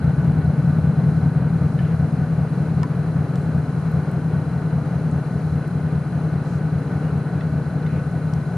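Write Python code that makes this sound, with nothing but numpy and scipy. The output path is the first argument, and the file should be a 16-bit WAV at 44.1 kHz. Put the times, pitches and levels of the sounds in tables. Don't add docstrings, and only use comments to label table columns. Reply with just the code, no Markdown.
import sys
import numpy as np
from scipy import signal
from scipy.fft import rfft, irfft, next_fast_len
from scipy.io import wavfile
from scipy.ndimage import uniform_filter1d, map_coordinates

SR = 44100
rng = np.random.default_rng(int(sys.argv[2]) if len(sys.argv) > 2 else 0)


def log_audio(samples):
    frames = np.atleast_2d(samples).T
    limited = np.clip(frames, -1, 1)
    pcm = np.round(limited * 32767).astype(np.int16)
    wavfile.write(sys.argv[1], SR, pcm)


N = 377937
TIME = np.arange(N) / SR
HZ = np.fft.rfftfreq(N, 1 / SR)

# (frequency [Hz], likeness)
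LIKENESS = [(30, .93), (150, .995), (300, .98), (500, .95), (1200, .91), (2500, .7), (4500, .45),
            (7000, .2), (9300, -.55), (12000, 0)]


def gain_of(db):
    return 10 ** (np.asarray(db) / 20)


def evened(x):
    return x / np.sqrt(np.mean(x ** 2) + 1e-20)


def read(points, hz):
    f, value = np.transpose(points)
    return np.interp(np.log(hz + 1), np.log(f + 1), value)


def curve(rows, t):
    s, *columns = np.transpose(rows)
    return [np.interp(t, s, column) for column in columns]


def add(mix, s, sound):
    part = mix[:, max(round(s * SR), 0):][:, :sound.shape[1]]
    part += sound[:, :part.shape[1]]


def drift(rate_hz):
    points = rng.standard_normal(2048)
    return map_coordinates(points, [TIME * rate_hz * 2], order=2, mode="wrap")


def noise(spectrum):
    common, apart = rfft(rng.standard_normal((2, N)))
    same = np.clip(read(LIKENESS, HZ), -1, 1)
    mid = common * np.sqrt(1 + same)
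    side = apart * np.sqrt(1 - same)
    pair = np.array([mid + side, mid - side])
    return evened(irfft(pair * gain_of(read(spectrum, HZ)), N))


def ring(spectrum, lag=0.39, size=8192):
    log_gain = np.log(gain_of(read(spectrum, abs(np.fft.fftfreq(size, 1 / SR)))))
    phase = -lag * signal.hilbert(log_gain).imag
    response = np.fft.ifft(np.exp(log_gain + 1j * phase)).real
    return np.fft.fftshift(response)


def burst(envelope, hz, octaves, apart=0.44):
    f = np.fft.rfftfreq(len(envelope), 1 / SR)
    mid, side = rng.standard_normal((2, len(envelope))) * envelope
    pair = np.array([mid + apart * side, mid - apart * side])
    octaves_away = np.log2((f + 1) / hz)
    return irfft(rfft(pair) / (1 + (octaves_away / octaves) ** 4), len(envelope))


def load(t):
    ease_at_s, ease_s = 1.1, .8
    return np.exp(-np.maximum(t - ease_at_s, 0) / ease_s)


def nearness(t):
    distance_m, away_m_per_s = 45, 0.99
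    return distance_m / (distance_m + away_m_per_s * t)


def crank_times(degrees):
    # (time [s], speed [rpm])
    engine_speed = [(0.0, 295.3), (0.6, 302.4), (1.1, 310), (1.5, 315), (2.2, 311.1), (3.0, 308.2),
                    (4.0, 305.6), (5.0, 301.3), (6.0, 300.1), (7.0, 299.6), (8.57, 298)]
    rpm = curve(engine_speed, TIME)[0]
    turned_deg = 360 * np.cumsum(rpm) / 60 / SR
    return np.interp(degrees, turned_deg, TIME, left=-1, right=-1)


def drum(ports, scatter_db=1.5, odd_db=-6, frame_db=-12, frame_scatter_db=3.5, flutter=.18):
    # (frequency [Hz], level [dB per even harmonic, before scatter])
    housing = [(2500, -95), (3900, -81), (4300, -79.5), (5400, -79), (6200, -79), (7200, -83), (8200, -86),
               (9300, -81), (10500, -80.5), (11700, -86), (12400, -100), (13500, -99)]
    drum_hz, frame_hz = 150, 25
    hz = np.arange(SR // frame_hz // 2 + 1) * frame_hz
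    uneven = rng.standard_normal(len(hz))
    phase = rng.uniform(0, 2 * np.pi, len(hz))
    harmonic_db = odd_db * (hz // drum_hz % 2) + scatter_db * uneven
    db = np.where(hz % drum_hz == 0, harmonic_db, frame_db + frame_scatter_db * uneven)
    between = np.arccos(np.clip(read(LIKENESS, hz), -1, 1))
    lines = gain_of(read(housing, hz) + db) * np.exp(1j * (phase + ports * between))
    frame = irfft(lines) * np.sqrt(2) * len(hz)
    repeated = frame[:, np.arange(N) % frame.shape[1]]
    return repeated * (1 + flutter * drift(2.5))


def camera(waver_rad=0.84, flutter=0.19, fizz_db=-69, hiss_db=-61):
    # (frequency [Hz], relative level [dB per Hz])
    hiss_spectrum = [(2000, -15), (3400, -6.5), (4400, 2.5), (5200, -4.5), (6300, 0), (7600, -5),
                     (9400, 4.5), (11000, -3.5), (12000, -9), (12500, -18.5), (13500, -15.5)]
    # (frequency [Hz], rms level before flutter [dB], phase between left and right [rad])
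    motor_tones = [(4026, -69.5, 1.1), (4050, -68, .8), (4074, -71, .6), (4091, -72.5, .6),
                   (4500, -70.5, 1.6), (7200, -80, 1.2), (8001, -78, 1.6), (8452, -76, 1.8),
                   (9127, -72, 2.7), (9297, -71, 2.8), (9352, -67, 2.8), (9449, -71, 2.4)]
    ports = np.array([[.5], [-.5]])
    out = gain_of(hiss_db) * noise(hiss_spectrum)
    for hz, db, between in motor_tones:
        size = np.sqrt(2) * gain_of(db) * (1 + flutter * drift(5.2))
        out += size * np.sin(2 * np.pi * hz * TIME + waver_rad * drift(5) + ports * between)
    fizz = evened(burst(np.ones(N), 9250, .04)[0])
    return out + drum(ports) + gain_of(fizz_db) * 2 * ports * fizz


def small_sounds(tick_db=-48, tick_hz=8000, tick_octaves=.55, count=4):
    # (time [s], peak level [dB], centre [Hz], width [octaves])
    clicks = [(2.832, -24.5, 3500, 1.12), (3.357, -31.5, 4700, 1.1), (3.917, -43, 11040, 0.54),
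              (4.115, -37, 9600, 0.69), (5.114, -41, 7700, .2), (5.678, -42, 7500, 0.77),
              (8.337, -29, 4643, 0.88)]
    # (time [s], length [s], rms level [dB], centre [Hz], width [octaves])
    rustles = [(1.769, 0.18, -57, 2290, .5), (3.333, 0.15, -66, 8470, 0.35), (4.7, 0.6, -74, 6170, .015),
               (6.141, 0.19, -73, 6130, .015), (6.413, 0.2, -61, 5400, .6),
               (7.022, 0.096, -61, 2857, 0.019), (7.845, 0.18, -54, 2278, 0.28)]
    click_t60_s = 0.0082
    lead_s = .01
    out = np.zeros((2, N))
    t = np.arange(SR // 8) / SR
    ticks = [(s, tick_db, tick_hz, tick_octaves) for s in rng.uniform(0, N / SR, count)]
    decay = gain_of(-60 * abs(t - lead_s) / click_t60_s) * (t >= lead_s)
    for s, db, hz, octaves in clicks + ticks:
        click = burst(decay, hz, octaves)
        add(out, s - lead_s, gain_of(db) * click / abs(click).max())
    for s, length, db, hz, octaves in rustles:
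        fade = signal.windows.tukey(int(length * SR), .5)
        add(out, s, gain_of(db) * evened(burst(fade, hz, octaves)))
    return out


def knocks(octaves=0.093):
    # (time [s], peak level [dB], lowest mode [Hz])
    metal_knocks = [(1.79, -31, 1690), (1.85, -34, 1650), (2.832, -22, 1020), (7.408, -31, 1900),
                    (7.864, -35, 2100)]
    # (multiple of the lowest mode, relative level [dB], time to fall by 60 dB [s])
    modes = [(1, 2, .065), (1.32, -6, .045), (1.76, -8.5, .05), (2.2, -16.5, .035), (2.88, -19, .02)]
    lead_s = .01
    out = np.zeros((2, N))
    t = np.arange(SR // 6) / SR
    for s, db, hz in metal_knocks:
        knock = np.zeros((2, len(t)))
        for ratio, mode_db, t60 in modes:
            decay = gain_of(-60 * abs(t - lead_s) / t60) * (t >= lead_s)
            knock += gain_of(mode_db) * evened(burst(decay, hz * ratio, octaves))
        add(out, s - lead_s, gain_of(db) * knock / abs(knock).max())
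    return out


def whine(whine_hz=1496, level_db=-2.5, waver_hz=4, flutter=0.53):
    # (time [s], level [dB])
    whine_level = [(0, -46.5), (3, -50), (5, -49.5), (8.57, -46)]
    turns = np.cumsum(whine_hz + waver_hz * drift(14.4)) / SR
    level = gain_of(curve(whine_level, TIME)[0] + level_db)
    return level * evened(np.sin(2 * np.pi * turns) * (1 + flutter * drift(45)))


def machinery(train, roar_db=-35.0, chuff=0.037, chuff_s=0.015, flutter_db=0.74, swell_db=-0.34,
              rumble_db=-32.5, rumble_chuff=0.13, pulling_db=1.8):
    # (frequency [Hz], relative level [dB per Hz])
    roar_spectrum = [(180, -19), (290, 1), (340, -5), (410, -1), (475, -2), (540, -7), (720, -7.5),
                     (1000, -13.5), (1470, -11.5), (1760, -19.5), (2700, -28.5), (3400, -35.5), (5000, -41),
                     (11000, -100)]
    # (frequency [Hz], relative level [dB per Hz])
    rumble_spectrum = [(20, -29), (35, -13.5), (45, -9.5), (80, 14.5), (150, -4.5), (210, 15), (280, 6),
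                       (350, -7), (500, -29), (1500, -110)]
    gas = evened(signal.lfilter([1], [1, -np.exp(-1 / (chuff_s * SR))], train))
    gas = gas - gas.mean()
    roar = noise(roar_spectrum) * gain_of(roar_db + swell_db * drift(0.98) + flutter_db * drift(14))
    rumble_level = gain_of(rumble_db + pulling_db * load(TIME)) * nearness(TIME)
    rumble = noise(rumble_spectrum) * rumble_level
    return roar * (1 + chuff * gas) + rumble * (1 + rumble_chuff * gas)


def compressor(uneven_db=2.0, count=46):
    # crank angle [degrees], rms level before unevenness [dB], centre [Hz], width [octaves], length [s]
    degrees, db, hz, octaves, length = (97, -48, 706.5, 0.1, 0.01)
    out = np.zeros((2, N))
    swell = np.pad(signal.windows.hann(int(length * SR)), (0, SR // 20))
    starts = crank_times(degrees + 360 * np.arange(count))
    for s, chance in zip(starts, rng.standard_normal(count)):
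        if s > 0:
            honk = evened(burst(swell, hz, octaves, apart=0.23))
            add(out, s, gain_of(db + uneven_db * chance) * honk)
    return out


def clatter(train, level_db=-46, hz=600, octaves=0.52, t60_s=0.2):
    t = np.arange(SR // 8) / SR
    block = burst(gain_of(-60 * t / t60_s), hz, octaves, apart=0.21)
    knocked = signal.oaconvolve(train[None], block, axes=1)[:, :N]
    return gain_of(level_db) * evened(knocked)


def thuds(pulling_db=4.5, uneven_db=1.5, count=23):
    # (crank angle [degrees], peak level [dB at idle, before unevenness and distance])
    cycle_thuds = [(80, -27.5), (148, -27), (508, -30), (672, -33.5)]
    thud_hz, thud_s = 88.7, 0.077
    out = np.zeros((1, N))
    t = np.arange(-thud_s / 2, thud_s / 2, 1 / SR)
    thud = (signal.windows.hann(len(t)) * np.cos(2 * np.pi * thud_hz * t))[None]
    for degrees, db in cycle_thuds:
        centres = crank_times(degrees + 720 * np.arange(count))
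        for s, chance in zip(centres, rng.standard_normal(count)):
            if s > thud_s / 2:
                level = gain_of(db + pulling_db * load(s) + uneven_db * chance) * nearness(s)
                add(out, s - thud_s / 2, level * thud)
    return out


def yard(x, t60_s=0.54, first_s=0.016):
    t = np.arange(SR // 2) / SR
    echoes = rng.standard_normal(len(t)) * gain_of(-60 * t / t60_s) * (t > first_s)
    return signal.oaconvolve(x, echoes / np.linalg.norm(echoes))[:N]


def puffs(first_firing_deg=33, uneven_db=1.0, jitter_s=.00015, count=23):
    # (delay of the surge, negative is early [crank degrees],
    # relative strength under load [dB], relative strength at idle [dB])
    cylinders = [(-11.5, -10.5, -8.5), (2, -0.4, 1.8), (10.5, 1.2, -1.8), (2.65, 1.5, -1.6),
                 (16.5, -26, -8.5), (-14.5, -5.2, -12.4), (18.5, -.3, -6), (-1.5, 1.5, -5.5), (15, -6, -9),
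                 (0.6, -0.8, -5.5), (9.5, 1.5, -1.5), (1.6, 2.5, -5.5), (18.5, -3.5, -7.9),
                 (20, -3.5, -5.5), (-3.5, -7, -6), (-13.5, 2, -3)]
    late, loaded_db, idle_db = np.transpose(cylinders)
    firing = np.arange(count * len(late)).reshape(count, -1)
    s = crank_times(first_firing_deg + 720 * firing / len(late) + late)
    s = s + jitter_s * rng.standard_normal(s.shape)
    db = idle_db + load(s) * (loaded_db - idle_db) + uneven_db * rng.standard_normal(s.shape)
    size = nearness(s) * gain_of(db)
    inside = s > 0
    return np.bincount((s[inside] * SR).astype(int), size[inside], N)[:N]


def exhaust(train, level_db=-20.0, yard_db=-15.5):
    # (frequency [Hz], relative level [dB])
    stack = [(35, -69.5), (60, -30), (80, -12.5), (103, -12), (128, -1), (155, 1.5), (180, -1), (200, -24),
             (270, -19.5), (400, -56.5), (900, -81), (2000, -120)]
    boom = evened(signal.oaconvolve(train, ring(stack), "same"))
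    flow = abs(signal.hilbert(boom, next_fast_len(N)))[:N]
    excess = flow / np.sqrt(uniform_filter1d(flow ** 2, size=35000))
    boom = boom / (1 + (excess / 1.6) ** 4) ** .2
    low_cut = signal.butter(2, 45, "high", fs=SR, output="sos")
    boom = evened(signal.sosfiltfilt(low_cut, boom))
    return gain_of(level_db) * (boom + gain_of(yard_db) * yard(boom))


def scene():
    train = puffs()
    nearby = camera() + small_sounds() + knocks()
    engine = whine() + machinery(train) + compressor() + clatter(train)
    return nearby + engine + thuds() + exhaust(train)


def record(dry):
    # (frequency [Hz], left minus right [dB])
    balance = [(60, 1.2), (250, 2.5), (500, 0.6), (1000, 2), (2500, -0.2), (6000, 1), (10000, -2.6)]
    edge_hz = 13600
    tilt_db = np.array([[.5], [-.5]]) * read(balance, HZ)
    tilted = irfft(rfft(dry) * gain_of(tilt_db), N)
    treble_cut = signal.firwin(511, edge_hz, window=("kaiser", 9), fs=SR)
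    return signal.oaconvolve(tilted, treble_cut[None], "same")


dry = scene()
out = record(dry)
log_audio(out)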